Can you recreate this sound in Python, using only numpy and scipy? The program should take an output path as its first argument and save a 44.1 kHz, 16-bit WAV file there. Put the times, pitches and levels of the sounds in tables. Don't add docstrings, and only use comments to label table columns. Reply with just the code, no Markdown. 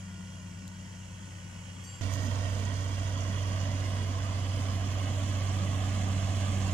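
import sys
import numpy as np
from scipy import signal
from scipy.fft import rfft, irfft, next_fast_len
from scipy.io import wavfile
from scipy.ndimage import uniform_filter1d, map_coordinates

SR = 44100
rng = np.random.default_rng(int(sys.argv[2]) if len(sys.argv) > 2 else 0)


def store_wav(level_fs):
    pcm = np.round(np.clip(np.atleast_2d(level_fs), -1, 1) * 32767)
    wavfile.write(sys.argv[1], SR, pcm.T.astype(np.int16))


def ratio_of_db(decibels):
    return 10 ** (np.asarray(decibels, float) / 20)


N = 296793
CUT_S = 2.011

# time in s, firing rate in Hz, closeness in dB over the viewpoint's usual level.
ENGINE_NEAR = [(2, 95.96, -0.69), (2.5, 96.46, 0.19), (2.9, 95.9, -1.06), (3.5, 96.42, 0.23),
               (4.2, 95.96, -0.56), (4.9, 96.3, 0.32), (5.5, 96.5, 1.33), (6.2, 96.2, 1.4),
               (6.73, 96.1, 1.8)]
# usual level in dB, dB per dB of closeness, dB per s as the pipe turns.
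PIPE_NEAR = [
    (-32, 0.93, .01),
    (-64.5, 3.6, 3.33),
]
# multiple of the full cycle rate, level in dB.
ORDERS_NEAR = [(2, -65), (3, -62), (4, -65), (7, -57), (8, -54.5), (9, -53), (10, -62.5), (11, -64.5),
               (13, -67.5), (14, -58), (15, -59.5), (17, -62.5), (30, -65.5), (32, -66), (36, -61),
               (39, -60.5), (41, -66.5), (42, -59.5)]
# frequency in Hz, level in dB.
SHAFTS_NEAR = [(40.7, -82), (56.4, -48.5), (81.4, -49), (122.4, -51), (274.5, -56), (285.3, -53.5)]
# frequency in Hz, left in dB, right in dB.
COLOUR_NEAR = [(25, -13, -19), (60.6, -12, -14), (197, -8, -4), (328, -16.5, -14.5), (590, -18, -13),
               (1300, -20.5, -19), (2610, -26, -22.5), (3330, -25, -16.5), (3700, -41, -24),
               (6040, -29.5, -23), (6430, -29.5, -22.5), (8570, -32.5, -33), (11000, -49.5, -42.5),
               (14900, -64, -50)]
# centre in Hz, width in Hz, left in dB, right in dB.
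BELLS_NEAR = [(1110, 440, 0.7, 4), (1460, 86, -9, 0.5), (1905, 130, -3.5, 7), (2740, 350, 4, 5),
              (4730, 250, 5, 1.5), (6840, 570, -6, 3), (11960, 900, 1, 4.5), (14800, 600, -1, 6)]
# frequency in Hz, shared part 0-1, left lead in radians.
PORTS_NEAR = [(200, 1, 0.56), (497, 0.96, 0.54), (1050, 0.82, 1.67), (1540, 0.25, 2.3), (2160, 0.75, 0.3),
              (2540, 0.73, 2.7), (3080, 0.7, 0.18), (4230, 0.38, 2.7), (4630, 0.6, 4.2), (6660, 0.37, 3.9),
              (7070, 0.47, 2.5), (8800, 0.27, 4.6), (9800, 0.29, 6), (13000, .15, 7)]
# usual level in dB, dB per dB of closeness.
LAYERS_NEAR = [
    (-52, 1.4),
    (-45, 0.87),
    (-53.5, 0.59),
    (-62.5, 1.44),
]
# time in s, frequency in Hz, level in dB.
GEAR = [(4.3, 1374, -77), (4.7, 1365, -65), (5.2, 1388, -77), (5.6, 1398, -74)]
# time in s, extra lag of left in s.
SWING = [(2, -.00001), (4.5, .00001), (6.73, .00005)]
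# time in s, share of the turn 0-1.
TURN = [(2, 0.098), (2.8, 0.11), (3.3, 0.49), (4.3, 0.85), (6.73, 0.96)]


def near():
    fire_hz, close_db = curves(ENGINE_NEAR)
    lift_db = 0.96 * close_db + 0.1
    lines, firings = hum(fire_hz, close_db, CUT_S, PIPE_NEAR, ORDERS_NEAR, SHAFTS_NEAR, lift_db,
                         drift=0.25, swell_db=1.5)
    turn = curves(TURN)[0]
    echo_ms = [3 + (2.43 - 3) * turn, 2.39 + (2.12 - 2.39) * turn]
    noise = ports(COLOUR_NEAR, BELLS_NEAR, PORTS_NEAR, echo_ms, [0.45, 0.75],
                  reach_hz=2100, lag_s=curves(SWING)[0])
    gear_hz, gear_db = curves(GEAR)
    whine = tone(gear_hz, gear_db, 0.6, 1) * ratio_of_db([[-1.5], [1.5]])
    levels_db = [db + grows * close_db for db, grows in LAYERS_NEAR]
    bed = roar(noise, levels_db, firings, chug_db=0.5, beat_db=0.8, gust_db=0.21, rattle_db=0.82)
    bed = np.array([bed[0], shifting(bed[1], ridge_width_hz=660, hollow_width_hz=280)])
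    pan_db = settling(first=-8.5, last=-4, settle_s=0.5)
    bed = bed * ratio_of_db(0.36 * np.array([pan_db + 5, -pan_db - 6]))
    return lines * ratio_of_db([pan_db / 2, -pan_db / 2]) + whine + bed


# time in s, firing rate in Hz, closeness in dB.
ENGINE_FAR = [(0, 94.55, 0), (.6, 94.1, -.5), (1.05, 94.76, 0.1), (1.5, 94.65, 0.5), (2, 94.7, 0.9)]
# usual level in dB, dB per dB of closeness, dB per s.
PIPE_FAR = [
    (-45.5, 1.4, -0.9),
    (-48, .1, -4),
]
# multiple of the full cycle rate, level in dB.
ORDERS_FAR = [(4, -67), (5, -66), (7, -71), (8, -60), (10, -63), (11, -57.5), (13, -79), (14, -77),
              (17, -73), (32, -77.5)]
# frequency in Hz, level in dB.
SHAFTS_FAR = [(36, -71), (51.8, -65.5), (70, -73), (103.5, -62), (120, -72), (320, -72)]
# frequency in Hz, left in dB, right in dB.
COLOUR_FAR = [(25, -24, -18), (60, -14, -4), (181, -3.5, -0.5), (278, -26, -9.5), (736, -27, -30.5),
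              (1520, -26.5, -33.5), (2350, -32.5, -30), (3300, -41.5, -40), (3700, -38.5, -47.5),
              (5400, -39, -32.5), (7100, -39, -29.5), (7930, -36, -51), (10000, -51.5, -51.5),
              (10900, -59.5, -57.5)]
# centre in Hz, width in Hz, left in dB, right in dB.
BELLS_FAR = [(268, 93, 15, -17), (924, 150, 2, 8), (1910, 470, 2.5, 6), (2866, 470, 10, 12.5),
             (3266, 260, 9.5, 15.5), (10150, 300, 5, -2)]
# frequency in Hz, shared part 0-1, left lead in radians.
PORTS_FAR = [(222, 1, 0), (436, 0.1, -4), (1090, 0.98, -7), (1520, 0.16, 1), (1950, 0.95, -6.5),
             (2550, 0, 3.5), (2940, 0.6, -1), (4180, 1, -0.5), (5200, .6, -1.6), (6200, 0.06, 3),
             (8100, 0.1, 5), (12100, 0.45, -2)]
# time in s, left delay in ms, right delay in ms.
ECHO_FAR = [(0, 2.63, 2.33), (1, 2.73, 2.43), (2, 3.1, 2.59)]
# usual level in dB, dB per dB of closeness.
LAYERS_FAR = [
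    (-68.5, 0.5),
    (-56.5, 1.8),
    (-61, 0.5),
    (-69, 1.5),
]
# time in s, frequency in Hz, level in dB.
TURBO = [(0, 1427, -69), (.2, 1432, -65), (.6, 1457, -70), (1.5, 1475, -71), (2, 1460, -72)]


def far():
    fire_hz, close_db = curves(ENGINE_FAR)
    lines, firings = hum(fire_hz, close_db, 0, PIPE_FAR, ORDERS_FAR, SHAFTS_FAR, 2.5,
                         drift=0.16, swell_db=1.0)
    noise = ports(COLOUR_FAR, BELLS_FAR, PORTS_FAR, curves(ECHO_FAR), [0.4, 0.7], reach_hz=2150, lag_s=0)
    turbo_hz, turbo_db = curves(TURBO)
    whistle = tone(turbo_hz, turbo_db, 0.6, 1) * ratio_of_db([[3], [-1]])
    blades = tone(7 * turbo_hz, -83, 3, 2) * ratio_of_db([[1], [-1]])
    levels_db = [db + grows * close_db for db, grows in LAYERS_FAR]
    bed = roar(noise, levels_db, firings, chug_db=-0.8, beat_db=1.1, gust_db=0.2, rattle_db=0.1)
    return lines * ratio_of_db([[1.2], [-1.3]]) + whistle + blades + bed


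def hum(fire_hz, close_db, start_s, pipe, orders, shafts, lift_db, drift, swell_db):
    age_s = np.arange(N) / SR - start_s
    fire_db, octave_db = [db + grows * close_db + turns * age_s for db, grows, turns in pipe]
    out = tone(fire_hz, fire_db, 0.12, 0.3) + tone(2 * fire_hz, octave_db, 0.45, 1.5)
    for order, db in orders:
        waver = drift * max(order / 12, 0.7)
        out += tone(fire_hz * order / 6, db + lift_db, waver, swell_db)
    for hz, db in shafts:
        out += tone(hz, db + lift_db, drift, swell_db)
    return out, np.cumsum(fire_hz) / SR


def roar(noise, levels_db, firings, chug_db, beat_db, gust_db, rattle_db):
    noise = streaked(noise, depth_db=2.5)
    low = filtered(noise, lambda hz: 1 / (1 + (hz / 300) ** 4))
    high = filtered(noise, lambda hz: 1 / (1 + (3800 / (hz + 1)) ** 16))
    air = filtered(noise, lambda hz: 1 / (1 + (7800 / (hz + 1)) ** 16))
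    beat = chug_db * np.sin(2 * np.pi * firings)
    beat += beat_db * np.sin(2 * np.pi * firings * 2 / 3)

    def crackle():
        rattle = rattle_db * (wobble(60) + 1.03 * wobble(400))
        return ratio_of_db(rattle + 0.4 * beat + gust_db * wobble(8.9))

    middle = (noise - low - high) * ratio_of_db(beat + gust_db * wobble(14))
    layers = low, middle, (high - air) * crackle(), air * crackle()
    bands_hz = (200, 340), (360, 3800), (3800, 7500), (7800, 15000)
    out = 0
    for layer, db, (lo, hi) in zip(layers, levels_db, bands_hz):
        part = filtered(layer.mean(0), lambda hz: (hz > lo) & (hz < hi))
        out = out + layer * ratio_of_db(db) / np.std(part)
    return out


def streaked(noise, depth_db):
    z = signal.stft(noise, nperseg=1024)[2]
    streaks = unit(uniform_filter1d(rng.standard_normal(z.shape[1:]), size=5, axis=1))
    return signal.istft(z * ratio_of_db(depth_db * streaks), nperseg=1024)[1][:, :N]


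def ports(colour, bells, pair, echo_ms, echo_shares, reach_hz, lag_s):
    shared, left, right = rng.standard_normal((3, N))
    late = map_coordinates(shared, [np.arange(N) - lag_s * SR], mode="mirror")

    def body(hz):
        bumps = sum(np.outer([l_db, r_db], bell(hz, c, w)) for c, w, l_db, r_db in bells)
        return ratio_of_db(along(colour, hz) + bumps)

    def share(hz):
        return np.clip(along(pair, hz)[0], 0, 1)

    def lead(hz):
        return np.exp(0.5j * np.outer([1, -1], along(pair, hz)[1]))

    direct = filtered(np.array([late, shared]), lambda hz: body(hz) * np.sqrt(share(hz)) * lead(hz))
    direct += filtered(np.array([left, right]), lambda hz: body(hz) * np.sqrt(1 - share(hz)))
    bounced = filtered(direct, lambda hz: bell(hz, 0, 2 * reach_hz) * (1 - bell(hz, 0, 630)))
    delayed = [map_coordinates(b, [np.arange(N) - ms * SR / 1000], mode="mirror")
               for b, ms in zip(bounced, echo_ms)]
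    return direct - np.array(echo_shares)[:, None] * delayed


# time in s, ridge in Hz, ridge in dB, hollow in Hz, hollow in dB.
CAVITY = [(2, 6300, 1.5, 4000, -1.5), (3.6, 6200, 2, 4100, -3), (4.4, 6500, -1.5, 4300, -.3),
          (4.9, 7000, 1.5, 4880, -6), (6.73, 7000, 3, 4900, -6)]


def shifting(x, ridge_width_hz, hollow_width_hz):
    hz, t, z = signal.stft(x, SR, nperseg=512)
    at = np.minimum(t * SR, N - 1).astype(int)
    ridge_hz, ridge_db, hollow_hz, hollow_db = [c[at] for c in curves(CAVITY)]
    db = ridge_db * bell(hz[:, None], ridge_hz, ridge_width_hz)
    db = db + hollow_db * bell(hz[:, None], hollow_hz, hollow_width_hz)
    return signal.istft(z * ratio_of_db(db), SR, nperseg=512)[1][:N]


def settling(first, last, settle_s):
    age_s = np.maximum(np.arange(N) / SR - CUT_S, 0)
    return last + (first - last) * np.exp(-age_s / settle_s)


def cavity(hz):
    return bell(hz, 6530, 1650) ** 2


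# time in s, peak in dB.
KNOCKS = [(2.1743, -45), (2.5559, -53), (2.6522, -35), (2.741, -38), (2.8797, -41), (3.025, -49),
          (3.0757, -36), (3.0952, -43), (3.207, -35), (3.2349, -43), (3.2888, -39.5), (3.3067, -37.5),
          (3.357, -40), (3.4291, -41), (3.66, -43), (3.8031, -38.5), (4.2201, -44), (4.287, -41),
          (4.6187, -41), (5.154, -45), (5.2827, -45.5), (5.4893, -43), (6.6033, -46), (6.6212, -38)]


def knocks():
    out, t = np.zeros((2, N + SR)), np.arange(400) / SR
    for s, db in KNOCKS:
        pan_db = -11 - 0.7 * (db + 44)
        burst = ratio_of_db(db + 5 - 60 * t / 0.023) * rng.standard_normal(len(t))
        out[:, round(s * SR):][:, :len(t)] += burst * ratio_of_db([[pan_db / 2], [-pan_db / 2]])
    return filtered(out[:, :N], cavity)


# start in s, hold in s, level in dB.
SCUFFS = [
    (2.118, .035, -42),
    (2.2, .07, -50),
]


def scuffs():
    now = np.arange(N) / SR
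    rub = 0
    for s, hold_s, db in SCUFFS:
        rise_db = 30 * np.maximum(1 - (now - s) / 0.005, 0)
        fall_db = 30 * np.maximum(now - s - hold_s, 0) / 0.02
        rub = rub + ratio_of_db(db - rise_db - fall_db)
    rough = rub * ratio_of_db(2.1 * wobble(150.7) + 10) * rng.standard_normal((2, N)) * ratio_of_db([[-14], [3]])
    return filtered(rough, lambda hz: cavity(hz) + 0.15 * bell(hz, 16000, 1200) + 0.089)


# start in s, rise in s.
CLINKS = [
    (1.838, .005),
    (1.864, .012),
]
# frequency in Hz, level in dB, t60 in s.
KEY_ONE = [(7427, -49, .06), (6408, -56, .22), (10320, -68, .2), (12400, -72, .3), (13890, -78, .5),
           (8513, -59, .4), (4679, -59, .9), (5700, -58, .08), (14300, -80, .6)]
KEY_TWO = [(7427, -50, .65), (7365, -60, .5), (2859, -62, .38), (10320, -68, .6), (6555, -65, .5),
           (4505, -65, .5), (4679, -57, .8)]


def clinks():
    t, ring = np.arange(N) / SR, np.zeros(N)
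    for (s, rise_s), partials in zip(CLINKS, (KEY_ONE, KEY_TWO)):
        age = np.maximum(t - s, 0)
        rise = 1 - np.exp(-age / rise_s)
        for hz, db, t60 in partials:
            level = ratio_of_db(db + 3.5 + 2.6 * wobble(90) - 60 * age / t60)
            ring += level * rise * np.sin(2 * np.pi * hz * age)
    return filtered(ring, lambda hz: ratio_of_db(along(COLOUR_FAR, hz) - along(COLOUR_FAR, hz).mean(0)))


# time in s, peak in dB.
TICKS = [
    (0.679, -32.5),
    (1.8395, -42),
]


def ticks():
    t, tick = np.arange(N) / SR, np.zeros(N)
    for s, db in TICKS:
        tick += (t >= s) * ratio_of_db(db - 60 * np.maximum(t - s, 0) / 0.0036) * rng.standard_normal(N)

    def body(hz):
        bumps = 0.3 * bell(hz, 0, 30000) + bell(hz, 3100, 900) + bell(hz, 7600, 2200)
        return bumps / (1 + (2800 / (hz + 1)) ** 4)

    tick = filtered(tick, body)
    dull = filtered(tick, lambda hz: 1 / (1 + (hz / 7500) ** 8))
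    return np.array([2.7 * tick, 1.3 * dull])


# start in s, length in s.
STARVED = [(3.152, .59), (4.048, 0.18), (4.692, 0.399), (5.3, 0.32)]


def starve(x, left_chance, right_chance, busy):
    def starved(hz, t):
        band = (hz > 7500) & (hz < 11200)
        return sum(busy * band * (t > s) * (t < s + length_s) for s, length_s in STARVED)

    def weak(top):
        return lambda hz, t: top * np.clip((hz - 9000) / 5000, 0, 1) + 0 * t

    mid, side = gaps((x[0] + x[1]) / 2, starved), (x[0] - x[1]) / 2
    return np.array([gaps(mid + side, weak(left_chance)), gaps(mid - side, weak(right_chance))])


def gaps(x, chance):
    hz, t, z = signal.stft(x, SR, nperseg=512)
    draws = rng.random((len(hz) // 3 + 1, len(t) // 5 + 1))
    luck = np.kron(draws, np.ones((3, 5)))[:len(hz), :len(t)]
    return signal.istft(z * (luck > chance(hz[:, None], t)), SR, nperseg=512)[1][:N]


def tone(hz, db, drift, swell_db):
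    phase = 2 * np.pi * (np.cumsum(hz * np.ones(N)) / SR + rng.random())
    return np.sqrt(2) * ratio_of_db(db + swell_db * wobble(5)) * np.sin(phase + drift * wobble(6))


def wobble(rate):
    knots = rng.standard_normal(int(N * rate / SR) + 4)
    return map_coordinates(knots, [np.arange(N) * rate / SR])


def bell(hz, centre_hz, width_hz):
    return 1 / (1 + (2 * (hz - centre_hz) / width_hz) ** 2)


def filtered(x, response):
    m = next_fast_len(N + 8192)
    return irfft(rfft(x, m) * response(np.fft.rfftfreq(m, 1 / SR)), m)[..., :N]


def along(points, hz):
    f, *cols = np.transpose(points)
    return np.array([np.interp(np.log(hz + 1), np.log(f), c) for c in cols])


def curves(rows):
    s, *cols = np.transpose(rows)
    return [np.interp(np.arange(N) / SR, s, c) for c in cols]


def unit(x):
    return x / np.sqrt(np.mean(x ** 2) + 1e-20)


def scene():
    after = np.arange(N) / SR >= CUT_S
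    return np.where(after, near() + knocks() + scuffs(), far() + clinks() + ticks())


def band_limit(x):
    return signal.sosfilt(signal.butter(12, 15700, fs=SR, output="sos"), x)


def record(dry):
    thinned = starve(dry, left_chance=0.2, right_chance=0.07, busy=0.22)
    kept = filtered(thinned, lambda hz: 1 / (1 + (hz / 15150) ** 160))
    return band_limit(kept)


dry = scene()
out = record(dry)
store_wav(out)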